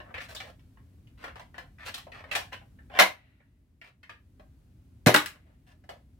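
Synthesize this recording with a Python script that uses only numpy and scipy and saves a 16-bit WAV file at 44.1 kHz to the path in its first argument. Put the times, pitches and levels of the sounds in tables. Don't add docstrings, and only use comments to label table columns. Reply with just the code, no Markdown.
import sys
import numpy as np
from scipy import signal
from scipy.fft import rfft, irfft
from scipy.io import wavfile
from scipy.ndimage import uniform_filter1d

SR = 44100
rng = np.random.default_rng(int(sys.argv[2]) if len(sys.argv) > 2 else 0)


def store_pcm(level_fs):
    pcm = np.round(np.clip(level_fs, -1, 1) * 32767).astype(np.int16)
    wavfile.write(sys.argv[1], SR, np.atleast_2d(pcm).T)


N = 272979
TAPS = 16384
HZ, T = np.fft.rfftfreq(TAPS, 1 / SR), np.arange(TAPS) / SR


def amp(db):
    return 10 ** (np.asarray(db) / 20)


def curve(points, hz):
    point_hz, value = np.transpose(points)
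    return np.interp(np.log(hz + 1), np.log(point_hz + 1), value)


def placed(sound, start_s, level_db):
    peak_power = uniform_filter1d((sound ** 2).mean(0), 880, mode="constant").max()
    track = np.zeros((2, N))
    span = track[:, max(round(start_s * SR), 0):][:, :sound.shape[1]]
    span += amp(level_db) * sound[:, :span.shape[1]] / np.sqrt(peak_power)
    return track


def resonance(pitch_hz, width_hz, gain_db):
    return amp(gain_db) / (1 + ((HZ - pitch_hz) / (width_hz / 2)) ** 2)


def response(colour, modes):
    return amp(curve(colour, HZ)) * (1 + sum(resonance(*mode) for mode in modes))


def contact(body_db, bright_db):
    return amp(curve([(700, body_db), (2200, 0), (7000, bright_db)], HZ))


def ringing(gain):
    log_gain = np.log(np.maximum(np.r_[gain, gain[-2:0:-1]], 1e-5))
    spectrum = np.exp(np.conj(signal.hilbert(log_gain)))
    return np.fft.ifft(spectrum).real[:TAPS // 2]


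# frequency_hz, correlation_ratio
COHERENCE = [(100, 0.98), (200, 0.9), (350, 0.92), (650, 0.2), (1200, .15), (5000, .1)]
def stereo_noise(hz):
    a, b, c, d = rng.standard_normal((4, len(hz)))
    left, independent = a + 1j * b, c + 1j * d
    likeness = np.clip(curve(COHERENCE, hz), -1, 1)
    return np.array([left, likeness * left + np.sqrt(1 - likeness ** 2) * independent])


# frequency_hz, t60_s
ROOM_DECAY = [(100, .36), (300, 0.25), (700, 0.28), (1500, 0.27), (3500, .26), (7000, 0.25), (14000, 0.26)]
def in_room(sound, direct_db, t60_scale=1, early_db=3, early_s=0.0029):
    centres_hz, t60s = np.transpose(ROOM_DECAY)
    noise = stereo_noise(HZ)
    room = np.zeros((2, TAPS))
    for pick, t60_s in zip(np.eye(len(t60s)), t60s):
        band = irfft(noise * np.interp(np.log(HZ + 1), np.log(centres_hz), pick))
        room += band * np.exp(-np.log(1000) * T / (t60_s * t60_scale))
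    room *= 1 + amp(early_db) * np.exp(-T / early_s)
    room /= np.linalg.norm(room[0])
    room[:, 0] += amp(direct_db)
    return signal.fftconvolve(sound[None], room, axes=1)


def chatter(settle_s, chatter_db, count=10):
    delays_s = settle_s * (np.arange(count) + rng.random(count)) * 2 / count
    sizes = rng.choice([-1, 1], count) * amp(chatter_db) * np.exp(-delays_s / settle_s)
    force = np.zeros(TAPS // 8)
    force[np.minimum(delays_s * SR, len(force) - 1).astype(int)] = sizes
    force[0] = 1
    return force


def impact(blow, gain, direct_db, settle_s, chatter_db, t60_scale):
    start_s, level_db, body_db, bright_db = blow
    ring = ringing(gain * contact(body_db, bright_db))
    knock = signal.fftconvolve(chatter(settle_s, chatter_db), ring)
    return placed(in_room(knock, direct_db, t60_scale), start_s, level_db)


# frequency_hz, relative_density_db
RUMBLE_SPECTRUM = [(15, -41), (28, -24), (50, -2), (62, -3.5), (75, -1), (95, -2), (130, -8), (200, -15),
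                   (260, -12), (340, -23.5), (450, -31.5), (700, -37.5), (1200, -60.5)]
HISS_SPECTRUM = [(300, 10), (1000, 3.5), (2500, 0), (6000, -6), (12000, -6), (16000, -9)]
# time_s, gain_db
BACKGROUND_LEVEL = [(0, 3), (1.5, 2), (2.95, 3), (3.2, -4.5), (3.95, -6.5), (4.4, 0.5), (5.0, 1),
                    (5.449, -1.5), (6.19, -0.5)]
def background(rumble_db=-57, hiss_db=-75.5):
    hz = np.fft.rfftfreq(N, 1 / SR)
    out = np.zeros((2, N))
    for spectrum, level_db in (RUMBLE_SPECTRUM, rumble_db), (HISS_SPECTRUM, hiss_db):
        noise = irfft(stereo_noise(hz) * amp(curve(spectrum, hz)), N)
        out += amp(level_db) * noise / np.sqrt(np.mean(noise ** 2))
    return out * amp(np.interp(np.arange(N) / SR, *np.transpose(BACKGROUND_LEVEL)))


# frequency_hz, gain_db
FRONT_COLOUR = [(60, -37), (150, -22), (300, -13), (450, -8.5), (620, -3), (1000, -5.5), (1700, 1),
                (3000, -3.5), (4100, -8.5), (5000, -11), (7500, -19.5), (13000, -23), (16000, -26.5)]
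# pitch_hz, width_hz, gain_db
FRONT_RESONANCES = [(585, 180, -2), (770, 70, -6.5), (1046, 140, -1.5), (1770, 210, -7), (2670, 110, -9),
                    (2970, 110, -6.5), (4140, 150, -6.5), (5590, 110, -7), (8130, 380, -4)]
FRONT_GAIN = response(FRONT_COLOUR, FRONT_RESONANCES)
# start_s, level_db, body_db, bright_db, pitch_hz
PART_CLICKS = [(0.001, -45, 5, -12.5, 1000), (0.204, -42.5, -11, -3.5, 2300), (0.3492, -42.5, 1, 11, 4400),
               (0.403, -39.5, 0.5, -1, 2150), (0.594, -67.5, -2, 6, 2950), (0.772, -61.5, 0, -27, 1100),
               (1.072, -66, -11, 1, 2850), (1.861, -46.5, -1, 11, 3300), (2.068, -47.5, 19, -6, 690),
               (2.119, -47, -8.5, -12.5, 2000), (2.240, -47.5, 6, -10, 1900), (2.357, -29.5, 4, 8, 780),
               (2.529, -41, -2.5, -4.5, 2900), (2.613, -58, 8, -20, 800), (2.788, -57.5, 5, -20.5, 1700),
               (2.899, -51.5, 8, -18, 700), (2.951, -43, 5, -11, 750), (3.403, -65.5, 0, -31, 1800),
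               (3.8145, -49, -6.5, -10, 2100), (4.031, -52.5, -9.5, -11, 2100),
               (4.0945, -44.5, -5.5, -11, 1300), (4.396, -54.5, 13, -4, 660), (5.839, -62.5, 12, 4, 1900),
               (5.891, -42, 9, 2, 620)]
def clicks(rows=PART_CLICKS, width_ratio=0.25, ring_db=-1.5, settle_s=0.007, chatter_db=0):
    out = np.zeros((2, N))
    for *blow, pitch_hz in rows:
        gain = FRONT_GAIN * (1 + resonance(pitch_hz, width_ratio * pitch_hz, ring_db))
        out += impact(blow, gain, direct_db=-19.5, settle_s=settle_s, chatter_db=chatter_db,
                      t60_scale=0.88)
    return out


# start_s, end_s, level_db, body_db, bright_db, swell_db
SLIDING_STROKES = [(0.043, 0.125, -51, 16, -18, 4), (0.205, 0.267, -46, 0, 1.5, -7),
                   (0.28, 0.338, -46.5, 4.5, 7, -4), (0.419, 0.515, -50.5, 11.5, 3.5, 5.5),
                   (1.169, 1.24, -51, 1.5, -3, 18), (1.779, 1.85, -46.5, -6, -11, 8),
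                   (1.845, 1.90, -38, -1, 2, 10), (2.131, 2.224, -47.5, 4, -9, -4.5),
                   (2.251, 2.312, -54.5, 7, -10, 12), (2.515, 2.56, -43.5, 0, -5.5, -2),
                   (2.905, 3, -30, 2, -12, 32), (3.833, 3.90, -57, -0.5, -5, -3),
                   (5.32, 5.38, -61, 5, -15, 5), (5.45, 5.56, -68.5, 12, -8, -6),
                   (5.66, 5.735, -62.5, 6.5, 4.5, 0)]
def friction(strokes=SLIDING_STROKES, slips_per_s=1300, spread_db=4, grip_s=0.011):
    out = np.zeros((2, N))
    for start_s, end_s, level_db, body_db, bright_db, swell_db in strokes:
        length = int(np.clip((end_s - start_s) * SR, 100, TAPS))
        sizes = rng.choice([-1, 1], TAPS) * amp(spread_db * np.minimum(rng.exponential(1, TAPS), 3))
        slips = sizes * (rng.random(TAPS) < slips_per_s / SR)
        grip = signal.windows.tukey(length, 2 * grip_s * SR / length)
        force = slips[:length] * grip * amp(np.linspace(0, swell_db, length))
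        rasp = signal.fftconvolve(force, ringing(FRONT_GAIN * contact(body_db, bright_db)))
        out += placed(in_room(rasp, direct_db=-6.5, t60_scale=0.73), start_s, level_db)
    return out


# start_s, level_db, body_db, bright_db, pitch_hz, second_click_gain_db
CATCH_CLICKS = [(0.1412, -39, -0.5, -9.5, 2360, 0), (1.2400, -39, 6, -3.5, 1500, -7.5),
                (1.357, -47, 7, 0, 980, 0.5), (1.542, -50.5, 5.5, -6, 1640, 10),
                (1.9416, -37, 0.5, 12.5, 3580, -9), (2.3131, -31, -2, 1.5, 2790, 4)]
def catches(gap_s=0.0387, bright_db_per_db=0.5):
    rides, scrapes, drops = [], [], []
    for start_s, level_db, body_db, bright_db, pitch_hz, second_db in CATCH_CLICKS:
        drop_s = start_s + gap_s
        scrape_db = level_db + min(second_db, 0) - 6
        drop_bright_db = bright_db + bright_db_per_db * second_db
        rides.append((start_s, level_db, body_db, bright_db, pitch_hz))
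        scrapes.append((start_s, drop_s, scrape_db, body_db, bright_db - 3, 0))
        drops.append((drop_s, level_db + second_db, body_db, drop_bright_db, pitch_hz))
    return (clicks(rides, width_ratio=0.27, ring_db=7, settle_s=0.009, chatter_db=2.5)
            + clicks(drops, width_ratio=0.35, ring_db=-5.5, settle_s=0.007, chatter_db=-1)
            + friction(scrapes))


def squeak(start_s=0.363, level_db=-42, body_db=10, bright_db=10):
    gain = FRONT_GAIN * (0.5 + resonance(pitch_hz=3700, width_hz=600, gain_db=26))
    return impact((start_s, level_db, body_db, bright_db), gain,
                  direct_db=-19, settle_s=0.008, chatter_db=-1, t60_scale=0.98)


# frequency_hz, gain_db
SHELL_COLOUR = [(60, -33.5), (150, -25.5), (300, -11.5), (450, -3.5), (650, -1), (1000, -2.5), (2000, -0.5),
                (3000, -3.5), (4100, -8), (5000, -9.5), (7500, -16), (13000, -17), (16000, -26.5)]
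# pitch_hz, width_hz, gain_db
SHELL_RESONANCES = [(193, 13, 7.5), (323.3, 13, 0.5), (613.6, 91, 4), (658, 23, -0.5), (750, 45, -0.5),
                    (966, 33, -3.5), (1048, 100, 1), (1696, 94, -1.5), (2030, 80, 2), (1950, 40, -2),
                    (2117, 80, 1.5), (2580, 40, -5), (3020, 50, -3.5), (3790, 32, 4.5), (4130, 67, 4),
                    (6180, 200, -2)]
SHELL_GAIN = response(SHELL_COLOUR, SHELL_RESONANCES)
# start_s, level_db, body_db, bright_db
SHELL_SLAMS = [(2.9973, -12, -1.5, -2), (5.0700, -18.5, 3, 3)]
def slams(lead_s=0.008, rebound_s=0.0122, loss_db=4):
    blows = []
    for start_s, level_db, body_db, bright_db in SHELL_SLAMS:
        blows.append((start_s - lead_s, level_db - 2.5, body_db - 2, bright_db + 1))
        blows += [(start_s + k * rebound_s, level_db - k * loss_db, body_db, bright_db)
                  for k in range(3)]
    return sum(impact(blow, SHELL_GAIN, direct_db=-15.5, settle_s=0.006, chatter_db=-6, t60_scale=0.76)
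               for blow in blows)


# frequency_hz, gain_db
COIL_COLOUR = [(200, -30), (620, -3.5), (1000, -7), (2100, 0), (3000, -6.5), (4200, -14.5), (6000, -30),
               (16000, -51.5)]
# pitch_hz, width_hz, gain_db
COIL_RESONANCES = [(630, 80, 1.5), (1970, 84, 6), (2750, 250, -1.5), (3980, 200, 1)]
COIL_JOLTS = [2.997, 5.07]
def spring(level_db=-54, t60_s=1.0):
    coil = ringing(response(COIL_COLOUR, COIL_RESONANCES))
    decay = np.exp(-np.log(1000) * np.arange(SR) / SR / t60_s)
    out = np.zeros((2, N))
    for start_s in COIL_JOLTS:
        shiver = rng.standard_normal((2, SR)) * decay
        out += placed(signal.fftconvolve(shiver, coil[None], axes=1), start_s, level_db)
    return out


def stock_thud(start_s=3.008, level_db=-31, body_db=-3, bright_db=-7):
    gain = SHELL_GAIN * (1 + resonance(pitch_hz=186, width_hz=44, gain_db=29))
    return impact((start_s, level_db, body_db, bright_db), gain,
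                  direct_db=-12, settle_s=0.006, chatter_db=-8, t60_scale=0.5)


# frequency_hz, gain_db
AIR_COLOUR = [(30, -38), (70, -14.5), (95, -9), (120, 0.5), (170, -2), (260, -1), (400, -19), (700, -16),
              (950, -25), (2000, -32.5), (8000, -55.5)]
def air_pop(start_s=5.0678, level_db=-15):
    boom_modes = [(119, 14, -1), (154, 28, -1)]  # pitch_hz, width_hz, gain_db
    boom = ringing(response(AIR_COLOUR, boom_modes))
    return placed(in_room(boom, direct_db=10.5, t60_scale=0.41), start_s, level_db)


# frequency_hz, gain_db
PLUNGER_COLOUR = [(60, -31), (130, -16), (200, -2.5), (300, 2.5), (450, -2.5), (750, -4), (950, -15.5),
                  (2000, -21), (8000, -42.5)]
# pitch_hz, width_hz, gain_db
PLUNGER_RESONANCES = [(206, 25, 1.5), (384, 52, 0.5), (457, 26, 0), (512, 42, -0.5), (665, 54, -4),
                      (770, 40, -3.5)]
def plunger(start_s=5.0715, level_db=-18, rebound_s=0.005, restitution=0.91, jitter=0.2, count=6):
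    gaps_s = rebound_s * np.exp(jitter * rng.standard_normal(count))
    onsets = ((np.cumsum(gaps_s) - gaps_s[0]) * SR).astype(int)
    knocks = np.zeros(TAPS)
    knocks[onsets] = restitution ** np.arange(count) * rng.choice([-1, 1], count)
    rattle = signal.fftconvolve(knocks, ringing(response(PLUNGER_COLOUR, PLUNGER_RESONANCES)))
    return placed(in_room(rattle, direct_db=3.5), start_s, level_db)


# frequency_hz, gain_db
WALL_COLOUR = [(60, -19.5), (110, -13), (300, -8.5), (450, -6.5), (700, -6.5), (1100, -2), (1800, -4.5),
               (2700, -5.5), (4200, -12), (5500, -16), (9000, -20.5), (16000, -23.5)]
# pitch_hz, width_hz, gain_db
WALL_RESONANCES = [(190, 35, -1.5), (297, 27, 8.5), (610, 58, -1), (837, 52, 0.5), (1200, 54, -4.5),
                   (1380, 47, -5), (1660, 180, -0.5), (1955, 75, -0.5), (2220, 29, -5), (3740, 32, 1.5),
                   (3890, 45, 4), (8100, 240, -6.5)]
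# start_s, level_db, body_db, bright_db, pitch_hz, ring_db
DART_IMPACTS = [(5.1428, -19, -3.5, 5, 1710, -3.5), (5.1468, -15.5, -2.5, -2.5, 1470, 0.5),
                (5.162, -20.5, -3, 3, 3693, -4.5), (5.2599, -35.5, -13.5, 4.5, 1330, 7)]
def dart(width_ratio=0.14):
    wall = response(WALL_COLOUR, WALL_RESONANCES)
    out = np.zeros((2, N))
    for *blow, pitch_hz, ring_db in DART_IMPACTS:
        gain = wall * (1 + resonance(pitch_hz, width_ratio * pitch_hz, ring_db))
        out += impact(blow, gain, direct_db=-12.5, settle_s=0.0033, chatter_db=-11, t60_scale=0.81)
    return out


def scene():
    loading = clicks() + catches() + friction() + squeak()
    snaps = slams() + stock_thud() + spring()
    shot = air_pop() + plunger() + dart()
    return loading + snaps + shot + background()


# frequency_hz, gain_db
LEFT_BIAS = [(100, 0.33), (200, -1.1), (350, 2), (1000, -0.5), (2200, 1), (5000, 0.5), (14000, 0)]
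def record(dry, cutoff_hz=16150):
    bias_db = curve(LEFT_BIAS, np.fft.rfftfreq(N, 1 / SR))
    coloured = irfft(rfft(dry) * amp([bias_db, -bias_db]), N)
    saturated = coloured / (1 + coloured ** 6) ** (1 / 6)
    lowpass = signal.firwin(401, cutoff_hz, window=("kaiser", 9), fs=SR)
    return signal.oaconvolve(saturated, lowpass[None], "same", axes=1)


dry = scene()
out = record(dry)
store_pcm(out)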